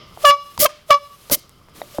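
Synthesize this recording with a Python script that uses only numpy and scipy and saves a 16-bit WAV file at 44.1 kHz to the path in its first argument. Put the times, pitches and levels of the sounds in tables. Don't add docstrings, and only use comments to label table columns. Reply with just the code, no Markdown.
import sys
import numpy as np
from scipy import signal
from scipy.fft import rfft, irfft
from scipy.io import wavfile
from scipy.ndimage import uniform_filter1d

SR = 44100
rng = np.random.default_rng(int(sys.argv[2]) if len(sys.argv) > 2 else 0)


def unload_audio(sound):
    columns = np.transpose(np.atleast_2d(sound))
    steps = np.round(np.clip(columns, -1, 1) * 32767)
    wavfile.write(sys.argv[1], SR, steps.astype(np.int16))


def ratio_of_db(decibels):
    return 10 ** (np.asarray(decibels, float) / 20)


N = 88200


def evened(x):
    return x / np.sqrt(np.mean(x ** 2) + 1e-20)


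def read(points, hz):
    f, value = np.transpose(points)
    return np.interp(np.log(hz + 1), np.log(f + 1), value)


def add(mix, start_s, sound):
    part = mix[round(start_s * SR):][:len(sound)]
    part += sound[:len(part)]


def noise(colour, size):
    gain = ratio_of_db(read(colour, np.fft.rfftfreq(size, 1 / SR)))
    return evened(irfft(rfft(rng.standard_normal(size)) * gain, size))


def drift(size, span_s):
    span = max(round(span_s * SR), 1)
    smooth = uniform_filter1d(rng.standard_normal(size), span)
    return evened(uniform_filter1d(smooth, span))


def resonate(x, hz, width_hz):
    turn = np.exp(2j * np.pi * hz * np.arange(len(x)) / SR)
    r = np.exp(-np.pi * abs(width_hz) / SR)
    return 2 * (turn * signal.lfilter([1 - r], [1, -r], x / turn)).real


# multiple of reed pitch, level/dB re octave
HARD_TONES = [(1, -10), (2, 0), (3, -12), (4, -17), (5, -9), (6, -22), (7, -24), (8, -22), (9, -23),
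              (10, -28), (11, -30), (12, -23), (13, -25), (14, -37), (15, -34), (16, -27), (17, -33),
              (18, -35), (19, -32), (20, -36), (21, -34), (23, -32)]
WAVER, CHATTER_WAVER_TURNS = 0.0071, .025
CHATTER_DB_PER_S, CHATTER_DB, STEADY_CHATTER = 1800, -13, .12
BUZZ_SLOPE, HARD_SHARE, REED_AIR_DB = 0.27, 1.1, -22
SOFT_DB, SOFT_SHARE, SOFT_BEST_DB = 0.1, 0.45, -8
RATTLE_HZ, RATTLE_WIDTH_HZ = 2150, 800


def reed(rows, touch):
    s, *cols = np.transpose(rows)
    t = np.arange(s[0], s[-1], 1 / SR)
    size = len(t)
    hz, swing_db, octave_db, buzz_db = (np.interp(t, s, c) for c in cols)

    buzz_db_per_s = abs(np.gradient(buzz_db)) * SR
    chatter = np.clip(uniform_filter1d(buzz_db_per_s / CHATTER_DB_PER_S, size=130), 0, 1) ** 2
    turn = 2 * np.pi * np.cumsum(hz * (1 + WAVER * drift(size, 0.0012))) / SR
    slap = turn + 2 * np.pi * CHATTER_WAVER_TURNS * chatter * drift(size, 0.00038)

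    tone = ratio_of_db(swing_db) * np.sin(turn) + ratio_of_db(octave_db) * np.sin(2 * turn + 1)
    soft = dict(touch)
    soft_gain = ratio_of_db(SOFT_DB - SOFT_SHARE * abs(buzz_db - SOFT_BEST_DB))
    for k, db in HARD_TONES[2:]:
        hard = ratio_of_db(db + HARD_SHARE * buzz_db * (k / 4) ** BUZZ_SLOPE)
        light = soft_gain * (ratio_of_db(soft[k]) if k in soft else 0)
        level = ratio_of_db(octave_db + 1.74 * drift(size, .009)) * np.maximum(hard, light)
        tone += level * np.sin(k * slap + .3 * k * k)

    air = noise(JET, size) * (1 + .4 * np.cos(turn)) * ratio_of_db(octave_db + buzz_db + REED_AIR_DB)
    grit = rng.standard_normal(size + 1)
    bore_grit = evened(np.diff(through_bore(grit)))
    reed_grit = evened(resonate(grit[1:], RATTLE_HZ, RATTLE_WIDTH_HZ))
    rattle_gain = (chatter + STEADY_CHATTER) * ratio_of_db(octave_db + 0.35 * buzz_db + CHATTER_DB)
    rattle = (bore_grit + reed_grit) * rattle_gain
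    fade = np.clip(np.minimum(s[-1] - t, t - s[0]) / .004, 0, 1)
    return s[0], fade * (air + rattle - np.sqrt(2) * tone)


# t/s, reed f/Hz, reed swing level/dB, bell octave level/dB, buzz level/dB
LONG_HONK = [(.232, 604.8, -48, -48.5, -45.5), (.241, 602.6, -21, -40, -28), (.2475, 627.8, -8, -12, -18),
             (.253, 582, -15, -6.5, 1), (.262, 575.3, -17, -8, -0.5), (.302, 572, -15.5, -8.5, 0),
             (.315, 572, -24, -9.5, -16), (.342, 571.7, -30.5, -15.5, -21.5), (.372, 570, -44, -37, -22)]
SQUAWK = [(.612, 570.4, -27.5, -67.5, -30.5), (0.622, 603, -22, -47.5, -19.5),
          (0.631, 588.7, -12, -22.5, -33.5), (.645, 595, -20, -35, -18.5), (0.655, 615.8, -8.5, -11.5, -32),
          (0.658, 610, -13, -10, -10), (0.661, 541, -25, -17, 5), (0.665, 528, -27, -18, 5),
          (0.676, 515, -36, -40, -2)]
SHORT_HONK = [(.886, 619.7, -53, -79, -37.5), (0.899, 620.3, -24, -41, -15), (.907, 620.4, -6, -8, 1.5),
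              (0.913, 565.7, -21, -6, -8), (0.931, 576.6, -19.5, -8, -8.5), (0.936, 575.3, -24, -14.5, -20),
              (0.944, 570, -20.5, -8, -15), (0.963, 571, -29.5, -17, -30), (0.989, 575, -54, -36, -17)]
# multiple of reed pitch, level/dB re octave
SOFT_TONES = [(1, -12), (2, 0), (3, -28), (4, -15), (5, -21), (6, -21), (7, -23), (8, -29), (9, -22),
              (10, -31), (11, -30)]


def honks(near):
    for rows in [LONG_HONK, SQUAWK, SHORT_HONK]:
        add(near, *reed(rows, SOFT_TONES))


# t/s, reed swing level/dB, bell octave level/dB, buzz level/dB
AFTERSONG = [
    [(.36, -48, -48, -8), (.378, -43, -38, -12), (.395, -46, -34, -16), (.428, -54, -37, -14),
     (.448, -53, -50, -8), (.465, -54, -41, -14), (.515, -62, -44, -12), (.53, -64, -53, -8),
     (.57, -70, -52, -8)],
    [(.985, -55, -45, -14), (1.01, -43, -43, -14), (1.03, -43, -40, -18), (1.045, -50, -39, -20),
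     (1.074, -60, -40, -22), (1.088, -60, -56, -12), (1.105, -59, -43, -26), (1.148, -67, -44, -26),
     (1.17, -66, -70, -19)],
]
# multiple of reed pitch, level/dB re octave
FAINT_TONES = [(3, -20), (4, -21), (5, -12), (6, -17), (7, -16), (8, -24), (9, -15), (10, -27), (11, -26)]
REST_HZ = 573


def aftersong(near):
    for rows in AFTERSONG:
        add(near, *reed(np.insert(np.array(rows), 1, REST_HZ, axis=1), FAINT_TONES))


# f/Hz, width/Hz, level/dB
BORE = [(290, 100, -8), (581, 84, -4.5), (1200, 94, -5.5), (2063, 180, -5.5), (3105, 350, -5),
        (5130, 540, -8)]


def through_bore(x):
    return sum((-1) ** k * ratio_of_db(db) * resonate(x, hz, w) for k, (hz, w, db) in enumerate(BORE))


# t/s, level/dB
PUFFS = [
    [(.588, -47), (.594, -22), (.604, -13), (.647, -14.5), (.655, -27), (.664, -31), (.668, -50),
     (.676, -58)],
    [(1.299, -42), (1.308, -42), (1.313, -23.5), (1.321, -13.5), (1.351, -16), (1.356, -28.5),
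     (1.366, -52.5), (1.4, -49)],
]
# f/Hz, level/dB per Hz
JET = [(880, -51), (1500, -22.5), (2080, -12), (2470, -22.5), (3050, -11.5), (4970, -3), (8260, -6.5),
       (12400, 0.5), (17000, -6)]
SPUTTER_DB, BORE_DB, WHISTLE_DB = 2.5, -11.5, 8.5


def puff(rows):
    s, flow_db = np.transpose(rows)
    t = np.arange(s[0], s[-1], 1 / SR)
    size = len(t)
    flow_db = np.interp(t, s, flow_db)
    whistle = ratio_of_db(flow_db + WHISTLE_DB) * evened(resonate(noise(JET, size), 14000, 6000))
    bore = ratio_of_db(BORE_DB) * evened(through_bore(rng.standard_normal(size)))
    jet = noise(JET, size) + whistle + bore
    return s[0], jet * ratio_of_db(flow_db + SPUTTER_DB * drift(size, .0005))


# t/s, length/s, level/dB, f/Hz
SQUASH = [(.585, .05, -32, 130), (.588, .03, -36, 330), (1.31, .035, -27, 250), (1.3, .012, -36, 500),
          (1.365, .03, -44, 200), (.9, .03, -42, 90), (.25, .028, -39, 50), (.288, .028, -38, 90),
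          (.657, .01, -19, 4800), (.688, .05, -47, 2000), (.69, .18, -51, 2500), (.69, .035, -49, 4600),
          (.57, .1, -43, 70), (1.3, .05, -36, 140), (1.3, .06, -40, 1100), (.304, .014, -24, 2300),
          (.17, .08, -50, 400), (1.74, .2, -50, 300)]


def squash(start_s, length_s, db, hz):
    t = np.arange(0, length_s, 1 / SR)
    body = rng.standard_normal(SR // 4)
    for _ in range(2):
        body = resonate(body, hz, 1.4 * hz)
    body = evened(body[-len(t):])
    return start_s, ratio_of_db(db) * body * np.sin(np.pi * (t / length_s) ** 0.56)


# t/s, peak level/dB, start f/Hz, end f/Hz, t60/s
KNOCKS = [(.174, -19.5, 960, 666, 0.01), (.5775, -15, 1200, 950, 0.014), (1.2985, -19.5, 1000, 450, 0.013),
          (1.314, -15.5, 580, 585.6, 0.073), (1.8165, -11, 743, 640, 0.011), (1.828, -36, 575, 585, .12),
          (1.322, -17, 300, 280, .04), (.601, -22, 350, 300, .02), (.578, -36, 4900, 4850, .04),
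          (.659, -14, 3200, 3150, .04), (.659, -15, 2400, 2250, .03), (.668, -30, 1100, 1080, .08),
          (.692, -34, 1230, 1220, .1), (.682, -38, 600, 598, .4), (1.817, -24, 2030, 1970, 0.012),
          (1.817, -30, 3850, 3790, .02), (1.356, -30, 620, 598, 0.046), (1.946, -33.5, 575, 583, 0.16),
          (1.9845, -9, 860, 540, 0.022), (1.989, -13, 260, 480, 0.04)]
SAG_S, STIFFEN_S = .0012, .012


def knock(start_s, db, from_hz, to_hz, t60_s):
    t = np.arange(0, .15, 1 / SR)
    glide_s = SAG_S if to_hz < from_hz else STIFFEN_S
    hz = to_hz + (from_hz - to_hz) * np.exp(-t / glide_s)
    level = ratio_of_db(db - 60 * t / t60_s) * np.minimum(t / 0.00068, 1)
    return start_s, level * np.sin(2 * np.pi * np.cumsum(hz) / SR)


# t/s, peak level/dB, f/Hz
TICKS = [
    (.5775, -14, 3500),
    (1.2985, -14, 4500),
    (1.3265, -9, 6000),
    (1.3393, -9, 6000),
    (1.4945, -24, 8500),
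    (1.697, -41.5, 5970),
    (1.686, -35.5, 940),
]


def tick(start_s, db, hz):
    t = np.arange(0, .008, 1 / SR)
    snap = (t == 0) + 0.17 * rng.standard_normal(len(t)) * np.exp(-t / 0.0002)
    snap = resonate(resonate(snap, hz, 1.3 * hz), hz, 1.3 * hz)
    return start_s, ratio_of_db(db) * snap / abs(snap).max()


# f/Hz, t60/s
ROOM_T60 = [(300, 0.41), (1200, 0.33), (4000, 0.45), (14000, 0.06)]
ROOM_DB = -21
ECHO_S, ECHO_RISE_S, ECHO_DB = .028, .01, 6


def room(x):
    hz, t, z = signal.stft(rng.standard_normal(SR), SR, nperseg=256)
    decay = ratio_of_db(-60 * t / read(ROOM_T60, hz)[:, None])
    tail = signal.istft(z * decay, SR, nperseg=256)[1]
    tail_s = np.arange(len(tail)) / SR
    tail *= np.minimum(tail_s / 0.0077, 1)
    tail *= ratio_of_db(ECHO_DB * np.clip((tail_s - ECHO_S) / ECHO_RISE_S, 0, 1))
    x = signal.sosfilt(signal.butter(1, 1400, "high", fs=SR, output="sos"), x)
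    return signal.fftconvolve(x, tail / np.linalg.norm(tail))[:N]


FADING_DB, FADING_T60_S = -45.5, 0.96


def fading():
    level = ratio_of_db(FADING_DB - 60 * np.arange(N) / SR / FADING_T60_S)
    return level * evened(through_bore(noise(LEAK_COLOUR, N)))


# t/s, level/dB
LEAK = [(0, -75), (.12, -63.5), (0.202, -51), (0.242, -37), (.36, -56), (.55, -50), (.68, -62),
        (.86, -61.5), (0.896, -42), (1.0, -54.5), (1.28, -51), (1.459, -58.5), (1.52, -63), (1.73, -67),
        (1.758, -50), (1.88, -51), (1.95, -47), (2.0, -49)]
# f/Hz, level/dB per Hz
LEAK_COLOUR = [(240, -31), (400, -7.5), (1070, -14), (1190, -2), (1370, -14), (3120, -9), (8060, -14.5),
               (12200, -12), (17500, -23)]
# f/Hz, level/dB per Hz
ROOM_TONE = [(12, -37.5), (20, -0.5), (141, -2), (249, -9.5), (360, -10), (797, -19), (1220, -9),
             (1660, -25), (17500, -55)]
LEAK_DB, HUM_DB, ROOM_TONE_DB = 5, -59.5, -49


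def background():
    flow_db = np.interp(np.arange(N) / SR, *np.transpose(LEAK)) + 1.06 * drift(N, 0.015)
    leak = ratio_of_db(flow_db + LEAK_DB) * noise(LEAK_COLOUR, N)
    hum = ratio_of_db(HUM_DB + 2 * drift(N, .05)) * evened(through_bore(rng.standard_normal(N)))
    tone = ratio_of_db(ROOM_TONE_DB + 0.99 * drift(N, 0.031)) * noise(ROOM_TONE, N)
    return leak + hum + tone


DUCK_FROM_DB, DUCK_SHARE, DUCK_BACK_DB_PER_S = -35.5, 0.32, 49.5


def ducking(near):
    power_db = 10 * np.log10(abs(uniform_filter1d(near ** 2, size=300)) + 1e-12)
    back_db = np.arange(N) * DUCK_BACK_DB_PER_S / SR
    held_db = np.maximum.accumulate(power_db + back_db) - back_db
    over_db = np.maximum(held_db - DUCK_FROM_DB, 0)
    return ratio_of_db(-DUCK_SHARE * uniform_filter1d(over_db, size=200))


def scene():
    near = np.zeros(N)
    honks(near)
    aftersong(near)
    for rows in PUFFS:
        add(near, *puff(rows))
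    for voice, table in ((squash, SQUASH), (knock, KNOCKS), (tick, TICKS)):
        for row in table:
            add(near, *voice(*row))
    behind = ratio_of_db(ROOM_DB) * room(near) + background() + fading()
    return (near + ducking(near) * behind)[None]


def top_cut(x):
    return signal.sosfilt(signal.butter(12, 18450, fs=SR, output="sos"), x)


def record(dry):
    limit, edge_hz = 1.7, 17750
    x = limit * np.tanh(dry / limit)
    lowpass = signal.firwin(255, edge_hz, window=("kaiser", 9), fs=SR)
    x = signal.oaconvolve(x, lowpass[None], "same")
    return top_cut(np.clip(x, -1, 1))


dry = scene()
out = record(dry)
unload_audio(out)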